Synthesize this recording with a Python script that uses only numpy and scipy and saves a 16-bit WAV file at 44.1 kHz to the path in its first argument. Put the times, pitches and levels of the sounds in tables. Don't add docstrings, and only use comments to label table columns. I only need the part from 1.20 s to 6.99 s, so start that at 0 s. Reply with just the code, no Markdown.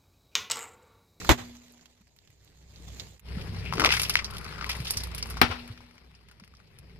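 import sys
import numpy as np
from scipy import signal
from scipy.fft import rfft, irfft
from scipy.io import wavfile
from scipy.ndimage import uniform_filter1d

SR = 44100
rng = np.random.default_rng(int(sys.argv[2]) if len(sys.argv) > 2 else 0)


def voltage_ratio(decibels):
    exponent = np.asarray(decibels, float) / 20
    return 10 ** exponent


def generate_wav(sig):
    pcm = np.round(np.clip(np.atleast_2d(sig).T, -1, 1) * 32767).astype(np.int16)
    wavfile.write(sys.argv[1], SR, pcm)


N = 255471

BURST_TIMES = [
    .0918,
    4.2153,
]
# (level [dB rms], hold [s], t60 [s], first crack [dB], wall echo [dB])
BURST_JETS = [
    (-14.5, 0.026, 0.084, -23.5, -13.5),
    (-12.5, 0.0011, 0.16, -10.5, -10),
]
# (frequency [Hz], left [dB], right [dB])
PORT_BLASTS = [
    (59.4, -11, -43.5),
    (75.7, -39, -21.5),
]
# (frequency [Hz], density [dB per Hz])
BURST_SPECTRA = [
    [(71, -35), (120, -3.5), (177, -19.5), (334, -5.5), (473, -12), (892, -8), (1830, -13.5), (1980, -11),
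     (2530, -16), (3520, -16), (5410, -25), (7050, -20), (8660, -36), (15000, -30), (16000, -48)],
    [(71, -47), (120, -6), (200, -12.5), (348, -8.5), (569, -15), (684, -6.5), (1050, -4), (1160, -8),
     (1370, -1), (1520, -8.5), (2700, -9), (4780, -14.5), (5800, -19), (6500, -32), (11300, -32.5),
     (15000, -62.5), (16000, -70.5)],
]
# (frequency [Hz], left-right [dB])
BURST_SIDES = [
    [(60, 4), (150, 0), (380, -6.5), (950, -0.5), (2380, -4.5), (5980, -6), (15000, -2.5)],
    [(60, 0), (150, 1.5), (380, 14.5), (950, 7), (2380, 11), (5980, -1.5), (15000, 1.5)],
]
# (time [s], peak [dB],
# ring [Hz], treble [dB], tail [dB])
PACKET_SNAPS = [(2.5247, -16.5, 1060, -26, -26), (2.5356, -19, 1100, -18, -18),
                (2.5544, -28.5, 2110, -10.5, -11.5), (2.5704, -27, 2310, -29, 0),
                (2.5805, -20, 1250, -31, -16), (2.5965, -9, 1420, -20.5, -14),
                (2.6054, -10.5, 2360, -21.5, -19.5), (2.6179, -12, 1210, -30.5, -17),
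                (2.6254, -20.5, 1000, -48, -24), (2.6384, -14.5, 1250, -33, -11),
                (2.6469, 1.5, 2370, -24, -25), (2.6545, -13, 695, -22, -26),
                (2.6589, -5.5, 2250, -21, -11), (2.6724, -17.5, 1070, -36, -12),
                (2.6903, -7.5, 2360, -36.5, -19), (2.7048, -8, 2140, -35, -16),
                (2.7164, -14, 2670, -19.5, -2), (2.7232, -7, 2560, -24, -12),
                (2.7374, -10.5, 1580, -19.5, -12), (2.7455, -20, 3220, -18, -3),
                (2.7528, -18.5, 2200, -28.5, -16), (2.7665, -16.5, 1900, -21.5, 10),
                (2.7784, -22.5, 5000, -10.5, -18.5), (2.793, -26.5, 5000, -8.5, -10),
                (2.7965, -9, 2870, -17.5, -12), (2.817, -11.5, 2470, -7.5, -11.5),
                (2.8324, -13.5, 5130, -11.5, -9), (2.8494, -24, 2750, -20.5, 8),
                (2.8852, -30, 2200, -11, -12.5), (2.8953, -10, 5360, -22.5, -17),
                (2.897, -12, 1310, -4, -21), (2.9005, -15, 2930, -20, -9),
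                (2.9125, -32.5, 4500, -2, -19), (2.9253, -34.5, 4500, -1, -22),
                (2.935, -30, 2380, -15, -9), (2.9387, -25, 4700, -5, -4),
                (2.9547, 1, 1920, -29.5, -26.5), (2.9675, -13.5, 2520, -24, -11),
                (2.9891, -17, 2030, -34, -14),
                (3.044, -17.5, 5160, -19, -10.5), (3.244, -29.5, 4470, -15, -11.5),
                    (3.4104, -23.5, 1370, -33, -15), (3.424, -27, 1280, -43, -16),
                    (3.4432, -17, 1900, -29, -29), (3.4628, -28, 1070, -15.5, -1),
                    (3.4955, -16, 2130, -16, -8), (3.5038, -23.5, 2870, -15.5, -2),
                    (3.5283, -28.5, 2800, -13, 3), (3.551, -25.5, 1900, -14.5, -10),
                    (3.602, -28, 2520, -14.5, -8), (3.6474, -31, 5000, -11, -4),
                    (3.653, -26.5, 3400, -15.5, -6.5), (3.6692, -24.5, 3420, -23, -7),
                    (3.6784, -28, 4610, -8, -8), (3.7069, -10.5, 4970, -6, -20),
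                    (3.7004, -23, 4960, -18.5, -5), (3.736, -26, 4800, -14.5, -1),
                    (3.7701, -17.5, 5670, -9.5, -2.5), (3.799, -36, 4000, -6.5, -18),
                    (3.8042, -26.5, 4460, -15.5, -5), (3.8352, -22, 4200, -5.5, -14),
                    (3.871, -35, 1220, -9, -16), (3.9478, -20.5, 3400, -5.5, -16),
                    (3.979, -28, 2740, -7, 4), (4.026, -17, 5030, -18.5, -11),
                    (4.0574, -28.5, 1050, -20.5, -16), (3.4918, -22.5, 2600, -13.5, -5),
                    (4.0997, -28.5, 2190, -2, -7), (4.1057, -31.5, 1200, -17.5, -13.5),
                    (4.141, -33.5, 1330, -21, -14), (4.1697, -26.5, 1130, -21, -13),
                    (4.07, -37, 3000, 0, -18), (4.196, -36.5, 1100, -20, -18)]
# (time [s], peak [dB], ring
# [Hz], treble [dB])
FOIL_TICKS = [(0.0154, -30.5, 1350, -29), (.0468, -27, 1270, -18), (0.072, -38, 1250, -28),
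              (0.3521, -44, 2680, -16), (0.521, -50, 4430, 6), (0.594, -52, 1560, -24.5),
              (0.6565, -41.5, 3420, -19), (0.812, -55.5, 1187, -14), (0.9878, -41.5, 3800, -27),
              (1.0742, -44.5, 3480, -24), (1.102, -52, 2260, -11), (1.245, -50, 5480, -9),
              (1.276, -46, 3800, -31.5), (1.5592, -39, 4520, -36), (1.7971, -23.5, 4200, -30),
              (2.214, -30, 2600, -28), (4.4767, -36, 1950, -13.5), (4.605, -43, 790, -35),
              (4.648, -53, 5500, -32), (4.5754, -38, 1940, -26), (4.7097, -44, 1370, -19),
              (4.7793, -43, 1980, -26), (5.0967, -49, 1670, -24), (5.112, -42, 1447, -13),
              (5.198, -42, 1580, -16), (5.2376, -38.5, 2020, -26), (5.35, -47, 5350, -25),
              (4.95, -47, 5200, -20), (5.2763, -44, 1990, -17), (5.3378, -48.5, 1370, -25),
              (5.3688, -45, 5240, -15), (5.4003, -48, 1430, -27.5), (5.4724, -53.5, 4900, -26),
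              (3.022, -34.5, 1210, -21), (3.102, -35, 1320, -22), (3.108, -29, 2600, -9),
              (3.136, -32.5, 1400, -19), (3.147, -32.5, 1360, -16), (3.168, -24, 3420, -16),
              (3.182, -26, 3600, -11), (3.211, -34, 2300, -16), (3.251, -35, 1340, -31),
              (3.263, -31, 1350, -33), (3.304, -41, 1460, -31), (3.325, -32.5, 1400, -39),
              (3.343, -41, 1700, -33), (3.358, -35, 1400, -36), (3.381, -33, 1300, -28),
              (3.391, -34, 1340, -49), (3.515, -22, 3260, -18), (3.543, -37, 1090, -20),
              (3.557, -34, 1300, -16.5), (3.566, -35, 1000, -4), (3.612, -42.5, 1620, -12),
              (3.915, -34, 1080, -15), (4.089, -37, 1090, -14), (4.123, -37.5, 1090, -20.5),
              (4.312, -26, 1040, -22), (0.367, -40, 6500, -25), (0.482, -44, 3500, -19),
              (0.579, -50, 6100, -24), (0.611, -47, 5800, -25)]
# (from [s], to [s], peak [dB], ring [Hz], treble [dB])
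CRACK_RUNS = [
    (2, 2.9, -42, 2200, -17),
    (2.4, 5.8, -45, 2500, -14),
    (0.299, 1.2, -56.5, 2480, -16.5),
    (7.7, 5.6, -56, 2900, -33.5),
]
# (time [s], level [dB], ring [Hz])
PACKET_CREAK = [(2.971, -62, 1200), (3.03, -53.5, 1220), (3.14, -47, 1180), (3.19, -53.5, 1350),
                (3.268, -49, 1380), (3.341, -52.5, 1540), (3.42, -46, 1280), (3.5, -55, 1040),
                (3.578, -51, 1070)]
# (time [s], level [dB], ring [Hz])
FOIL_RUSTLE = [(2.418, -65, 2400), (2.426, -52, 2380), (2.45, -51, 2330), (2.464, -37.5, 2570),
               (2.5, -47.5, 2650), (2.53, -45, 2520)]
# (time [s], level [dB], ring [Hz])
CRISP_GROAN = [(2.55, -41, 303), (2.604, -30, 350), (2.63, -33, 340), (2.655, -32, 490),
               (2.701, -40.5, 455)]
# (frequency [Hz], density [dB per Hz])
SNAP_SPECTRA = [
    [(150, -22.5), (250, -4), (393, -17.5), (460, -11.5), (698, -12.5), (906, -15), (1330, -17.5),
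     (2020, -13.5), (3060, -19), (4490, -14.5), (5070, -15.5), (7190, -7), (9010, -24.5), (14900, -22),
     (16000, -43)],
    [(150, -13), (250, -21.5), (308, -24), (444, 1.5), (629, -14), (1350, -9.5), (1790, -18.5), (2020, -9),
     (2960, -8.5), (4260, -7.5), (4990, 2.5), (7060, -7.5), (10400, -5.5), (14900, -32), (16000, -25.5)],
]
# (frequency [Hz], left-right [dB])
FOIL_SIDES = [
    [(60, 4), (120, 2), (240, 1), (480, -1), (950, -5), (1890, 0), (3770, -3), (7520, -8.5), (15000, 4)],
    [(60, -3.5), (120, 4), (240, 10.5), (480, 7.5), (950, 16.5), (1890, 14), (3770, 0.5), (7520, 0),
     (15000, 21.5)],
]
# (frequency [Hz], density [dB per Hz])
BED_SPECTRA = [
    [(150, -15.5), (280, -8), (800, -13.5), (1350, -20), (2100, -14), (3000, -16), (4100, -12.5),
     (5600, -17.5), (7000, -12.5), (9000, -28.5), (14900, -24), (16000, -43.5)],
    [(150, -34), (260, -5.5), (452, -4), (800, -9.5), (1500, -11), (2300, -6), (3600, -10.5), (5000, -11.5),
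     (6500, -27.5), (10500, -25.5), (14000, -36), (16000, -45.5)],
]
# (time [s], half length [s], lift [dB])
FOIL_FOLDS = [
    (2.76, 0.22, 18.5),
    (3.705, 0.22, 9.5),
]
# (time [s], peak [dB], swing [Hz])
DULL_THUDS = [(0.1, -12.5, 350), (0.112, -15.5, 280), (0.808, -53, 200), (1.094, -52.5, 112),
              (2.169, -28, 180), (5.219, -44.5, 190), (4.293, -27.5, 87), (4.5, -32, 107),
              (3.6, -34.5, 150), (3.6, -30, 130), (2.578, -24, 370), (4.3, -36, 420), (1.6, -48, 290),
              (4.232, -22.5, 260)]
# (frequency [Hz], width [Hz], level [dB])
ENGINE_RESONANCES = [(30, 61, -10.5), (61.76, 6.8, 0), (95, 42, -3), (142.3, 22, -6.5), (161.7, 34, -7),
                     (205, 31, -14.5), (406, 150, -14)]
# (time [s], gain [dB], grind [dB])
GAIN_AND_GRIND = [(0.0, -36, -9.5), (0.418, -64, 1), (0.91, -67.5, -7), (1.411, -58, -10.5),
                  (1.734, -45.5, -10), (1.901, -47.5, -7), (2.12, -32.5, -16.5), (2.28, -36.5, -14),
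                  (2.55, -34.5, -16), (2.75, -36, -13), (3.09, -41, -9.5), (3.46, -41.5, -7),
                  (3.71, -42.5, -7.5), (4.18, -37, -14.5), (4.32, -46.5, -1.7), (4.73, -58, -7),
                  (5.33, -57, -12), (5.79, -47.5, -16.5)]

CUT_S = 2.0
FADE_S, FADE_DB = (0.16, 0.2), -35.5
TYRE_HZ, TYRE_T60, TYRE_DB = 242, 1.13, (-36, -35)
TYRE_BEAT_HZ, TYRE_BEAT_DB = 4.3, -11
SNAP_T60, TICK_T60, T60_SPREAD_DB, TICK_TAIL_DB = 0.076, 0.04, 2, -9
PAN_DB, PAN_DB_PER_OCT, PAN_SPREAD_DB = (-2.5, 8.5), (-2.3, -4), 1
RUN_SPREAD_DB, RUN_SPREAD_OCT = 8, 0.26
GRIT_HZ, SPLIT_HZ = 3850, 7800
GRIT_DB, FIZZ_DB = (2, 2), (-10, -16)
PORT_LAG = 4
HALVES = np.array([[0.5], [-0.5]])


def evened(x):
    return x / np.sqrt(np.mean(x ** 2) + 1e-20)


def read(points, hz):
    f, value = np.transpose(points)
    return np.interp(np.log(hz + 1), np.log(f + 1), value)


def add(mix, s, sound):
    part = mix[:, round(s * SR):][:, :sound.shape[1]]
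    part += sound[:, :part.shape[1]]


def coloured(x, shape_db):
    log = np.log(voltage_ratio(np.maximum(shape_db, -100)))
    mirrored = np.concatenate([log, log[..., -2:0:-1]], -1)
    phase = -signal.hilbert(mirrored).imag[..., :log.shape[-1]]
    return irfft(rfft(x) * np.exp(log + 1j * phase), x.shape[-1])


def ports(colour, side, hz):
    return read(colour, hz) + HALVES * read(side, hz)


def resonate(x, hz, width):
    return signal.lfilter(*signal.iirpeak(hz, hz / width, SR), x)


def tyre_ring(t, tyre_db):
    ring = np.sin(2 * np.pi * TYRE_HZ * t)
    ring += voltage_ratio(TYRE_BEAT_DB) * np.sin(2 * np.pi * (TYRE_HZ - TYRE_BEAT_HZ) * t)
    return voltage_ratio(tyre_db - 60 * t / TYRE_T60) * ring


def port_blast(t, blast):
    hz, *side_db = blast
    level_db = np.array(side_db)[:, None] - 60 * np.maximum(t - 0.03, 0) / 0.018
    return voltage_ratio(level_db) * np.sin(2 * np.pi * hz * t + 2.7)


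def burst(jet_row, blast, colour, side, tyre_db):
    db, hold, t60, crack_db, echo_db = jet_row
    t = np.arange(2 ** 16) / SR
    hz = np.fft.rfftfreq(len(t), 1 / SR)
    jet = voltage_ratio(-60 * np.maximum(t - hold, 0) / t60) + 2.6 * np.exp(-t / 0.0023)
    late = np.maximum(t - 0.078, 0)
    wall = voltage_ratio(echo_db - 60 * late / 0.23) * (1 - np.exp(-(late / 0.016) ** 2))
    both, left, right, far_left, far_right = rng.standard_normal((5, len(t)))
    drive = (0.5 * both + np.array([left, right])) * jet
    drive[:, :3] = [5, 5, -4]
    shape_db = ports(colour, side, hz)
    near = coloured(drive, shape_db)
    air_db = -3 / (1 + (6000 / (hz + 1)) ** 4)
    far = coloured(np.array([far_left, far_right]) * wall, shape_db + air_db)
    noise = voltage_ratio(db) * (near + far) / np.std(near.mean(0)[:round(0.012 * SR)])
    edge_db = -40 / (1 + (hz / 9000) ** 6) - 30 / (1 + (15600 / (hz + 1)) ** 30)
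    crack = coloured((both + np.array([left, right])) * np.exp(-t / 0.004), edge_db)
    return noise + voltage_ratio(crack_db) * crack + tyre_ring(t, tyre_db) + port_blast(t, blast)


def snap(s, peak_db, ring_hz, treble_db, tail_db, t60, pan_db, chance):
    shot, t = int(s >= CUT_S), np.arange(chance.shape[1]) / SR
    hz = np.fft.rfftfreq(len(t), 1 / SR)
    cracks = chance[0] * (abs(chance[1]) > 2.2) * voltage_ratio(-60 * t / 0.02) * 0.4
    first = np.exp(-((t - 0.0007) * ring_hz * 12) ** 2) * ring_hz / 2000
    cracks += (chance[0] * 0.2 + 0.8) * first
    tail_env = voltage_ratio(tail_db - 60 * t / np.clip(t60, 0.01, 0.3)) * (1 - np.exp(-t / 0.00036))
    tail = (1.1 * chance[0] + chance[2:]) * tail_env
    spit = (chance[0] + 0.5 * chance[2:]) * t / 0.0008 * np.exp(-t / 0.0008)
    port_db = ports(SNAP_SPECTRA[shot], FOIL_SIDES[shot], hz)
    patch = 1 / (1 + (3.2 * (hz / ring_hz - ring_hz / (hz + 1))) ** 2)
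    ring_db = 10 * np.log10(patch + 0.56 * voltage_ratio(treble_db))
    ring_db = ring_db - 24 / (1 + (hz / 500) ** 4) - 18 / (1 + (7000 / (hz + 1)) ** 6)
    top_db = -50 / (1 + (hz / 6500) ** 6)
    body = coloured(cracks + 0.6 * tail, 0.7 * port_db + ring_db)
    top = coloured(0.7 * spit + 1.3 * tail * voltage_ratio(-60 * t / 0.27), port_db + top_db)
    sound = body / abs(body).max() + voltage_ratio(treble_db + 8) * top / abs(top).max()
    sound = sound / np.std(sound, axis=1, keepdims=True) * voltage_ratio(np.clip(pan_db, -14, 14) * HALVES)
    return voltage_ratio(peak_db) * sound / abs(sound.mean(0)).max()


def snaps(rows, t60, size):
    out = np.zeros((2, N))
    for row in rows:
        s, hz = row[0], row[2]
        shot = int(s >= CUT_S)
        longer, aside = rng.standard_normal(2)
        pan_db = PAN_DB[shot] + PAN_DB_PER_OCT[shot] * np.log2(hz / 1000) + PAN_SPREAD_DB * aside
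        chance = rng.standard_normal((4, size))
        add(out, s, snap(*row, t60 * voltage_ratio(T60_SPREAD_DB * longer), pan_db, chance))
    return out


def small_cracks(count):
    rows = []
    for start, end, db, hz, treble_db in CRACK_RUNS:
        for k, (place, size, tone, edge) in enumerate(rng.uniform(-1.3, 1, (count, 4))):
            s = start + (end - start) * (k + 0.5 + 0.5 * place) / count
            ring_hz = hz * 2 ** (RUN_SPREAD_OCT * tone)
            rows.append((s, db + RUN_SPREAD_DB * size, ring_hz, treble_db + 8 * edge))
    return rows


def creak(rows, per_s, width):
    s, db, hz = np.transpose(rows)
    t = np.arange(s[0], s[-1], 1 / SR)
    slips = voltage_ratio(3.6 * np.minimum(rng.exponential(1, len(t)), 3)) * (rng.random(len(t)) < per_s / SR)
    slips = slips + 0.1 * rng.standard_normal(len(t))
    turn = np.exp(2j * np.pi * np.cumsum(np.interp(t, s, hz)) / SR)
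    r = np.exp(-np.pi * width / SR)
    rung = (turn * signal.lfilter([1], np.convolve([1, -r], [1, -r * r]), slips / turn)).real
    return evened(rung) * voltage_ratio(np.interp(t, s, db)) * voltage_ratio([[3.5], [-5.5]])


def crunch(per_s=1500, smooth=0.63, patchy_db=2.0):
    size = N + N % 2
    hz = np.fft.rfftfreq(size, 1 / SR)
    clumps = voltage_ratio(1.8 * evened(uniform_filter1d(rng.standard_normal(size), 700)))
    grains = (rng.random(size) < per_s / SR) * clumps
    smear, hiss = np.exp(-np.arange(300) / 41.0), rng.standard_normal((3, size))
    grain_env = np.sqrt(abs(signal.oaconvolve(grains ** 2, smear ** 2)[:size]))
    drive = evened(grain_env * (hiss[0] + 1.1 * hiss[1:])) + smooth * rng.standard_normal((2, size))
    z = signal.stft(drive, nperseg=512)[2]
    patches = uniform_filter1d(rng.standard_normal(z.shape[1:]), size=9, axis=0)
    patches = evened(uniform_filter1d(patches, size=6, axis=1))
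    drive = signal.istft(z * voltage_ratio(patchy_db * patches), nperseg=512)[1][:, :size]
    low, top = 1 / (1 + (hz / GRIT_HZ) ** 6), 1 / (1 + (SPLIT_HZ / (hz + 1)) ** 12)
    _, body, fizz = bed_gains()
    out = np.zeros((2, N))
    for shot, (colour, side) in enumerate(zip(BED_SPECTRA, FOIL_SIDES)):
        here = (np.arange(N) >= CUT_S * SR) == shot
        z = rfft(drive) * voltage_ratio(ports(colour, side, hz))
        grit = voltage_ratio(GRIT_DB[shot]) * np.sqrt(body * fizz)
        for gain, band in ((body, low), (grit, (1 - low) * (1 - top)), (fizz, top)):
            part = irfft(z * band, size)[:, :N]
            out += here * gain * part / np.std(part.mean(0))
    return out


def thud(peak_db, hz):
    t = np.arange(5000) / SR
    swing = t * hz * np.exp(-t * hz / 0.78) * np.sin(2 * np.pi * hz * t)
    return voltage_ratio(peak_db) * np.tile(swing / abs(swing).max(), (2, 1))


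def engine():
    both, left, right = rng.standard_normal((3, N))
    throb = voltage_ratio(2.7 * evened(resonate(rng.standard_normal(N), 23, 5.0)))
    drive = (both + 0.38 * np.array([left, right])) * throb
    rumble = np.zeros((2, N))
    for hz, width, db in ENGINE_RESONANCES:
        rumble += voltage_ratio(db) * evened(resonate(resonate(drive, hz, width * 0.59), hz, width))
    return bed_gains()[0] * evened(rumble)


def bed_gains():
    t = np.arange(N) / SR
    s, gain_db, grind_db = np.transpose(GAIN_AND_GRIND)
    fade = np.interp(t - CUT_S, [-FADE_S[0], 0, FADE_S[1]], [1, voltage_ratio(FADE_DB), 1])
    fizz_db = np.where(t < CUT_S, *FIZZ_DB)
    fizz_db = fizz_db + sum(db * np.maximum(1 - abs(t - at) / half, 0) for at, half, db in FOIL_FOLDS)
    body = fade * voltage_ratio(np.interp(t, s, gain_db + grind_db))
    return fade * voltage_ratio(np.interp(t, s, gain_db)), body, body * voltage_ratio(fizz_db)


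def scene():
    mix, foil = engine(), crunch()
    for s, *parts in zip(BURST_TIMES, BURST_JETS, PORT_BLASTS, BURST_SPECTRA, BURST_SIDES, TYRE_DB):
        add(mix, s, burst(*parts))
    for s, *rest in DULL_THUDS:
        add(mix, s, thud(*rest))
    foil += snaps(PACKET_SNAPS, SNAP_T60, size=3840)
    ticks = FOIL_TICKS + small_cracks(count=12)
    foil += snaps([(*row, TICK_TAIL_DB) for row in ticks], TICK_T60, size=1536)
    add(foil, PACKET_CREAK[0][0], creak(PACKET_CREAK, per_s=160, width=300))
    add(foil, FOIL_RUSTLE[0][0], creak(FOIL_RUSTLE, per_s=770, width=720))
    add(foil, CRISP_GROAN[0][0], creak(CRISP_GROAN, per_s=110, width=320))
    return mix + np.array([np.roll(foil[0], PORT_LAG), foil[1]])


def band_limit(x):
    return signal.sosfilt(signal.butter(12, 16660, fs=SR, output="sos"), x)


def record(dry):
    driven = 1.138 * np.tanh(dry / 1.15)
    top_edge = signal.cheby2(12, 27, 15700, fs=SR, output="sos")
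    mix = signal.sosfilt(top_edge, driven)
    return band_limit(mix)


dry = scene()
out = record(dry)
generate_wav(out)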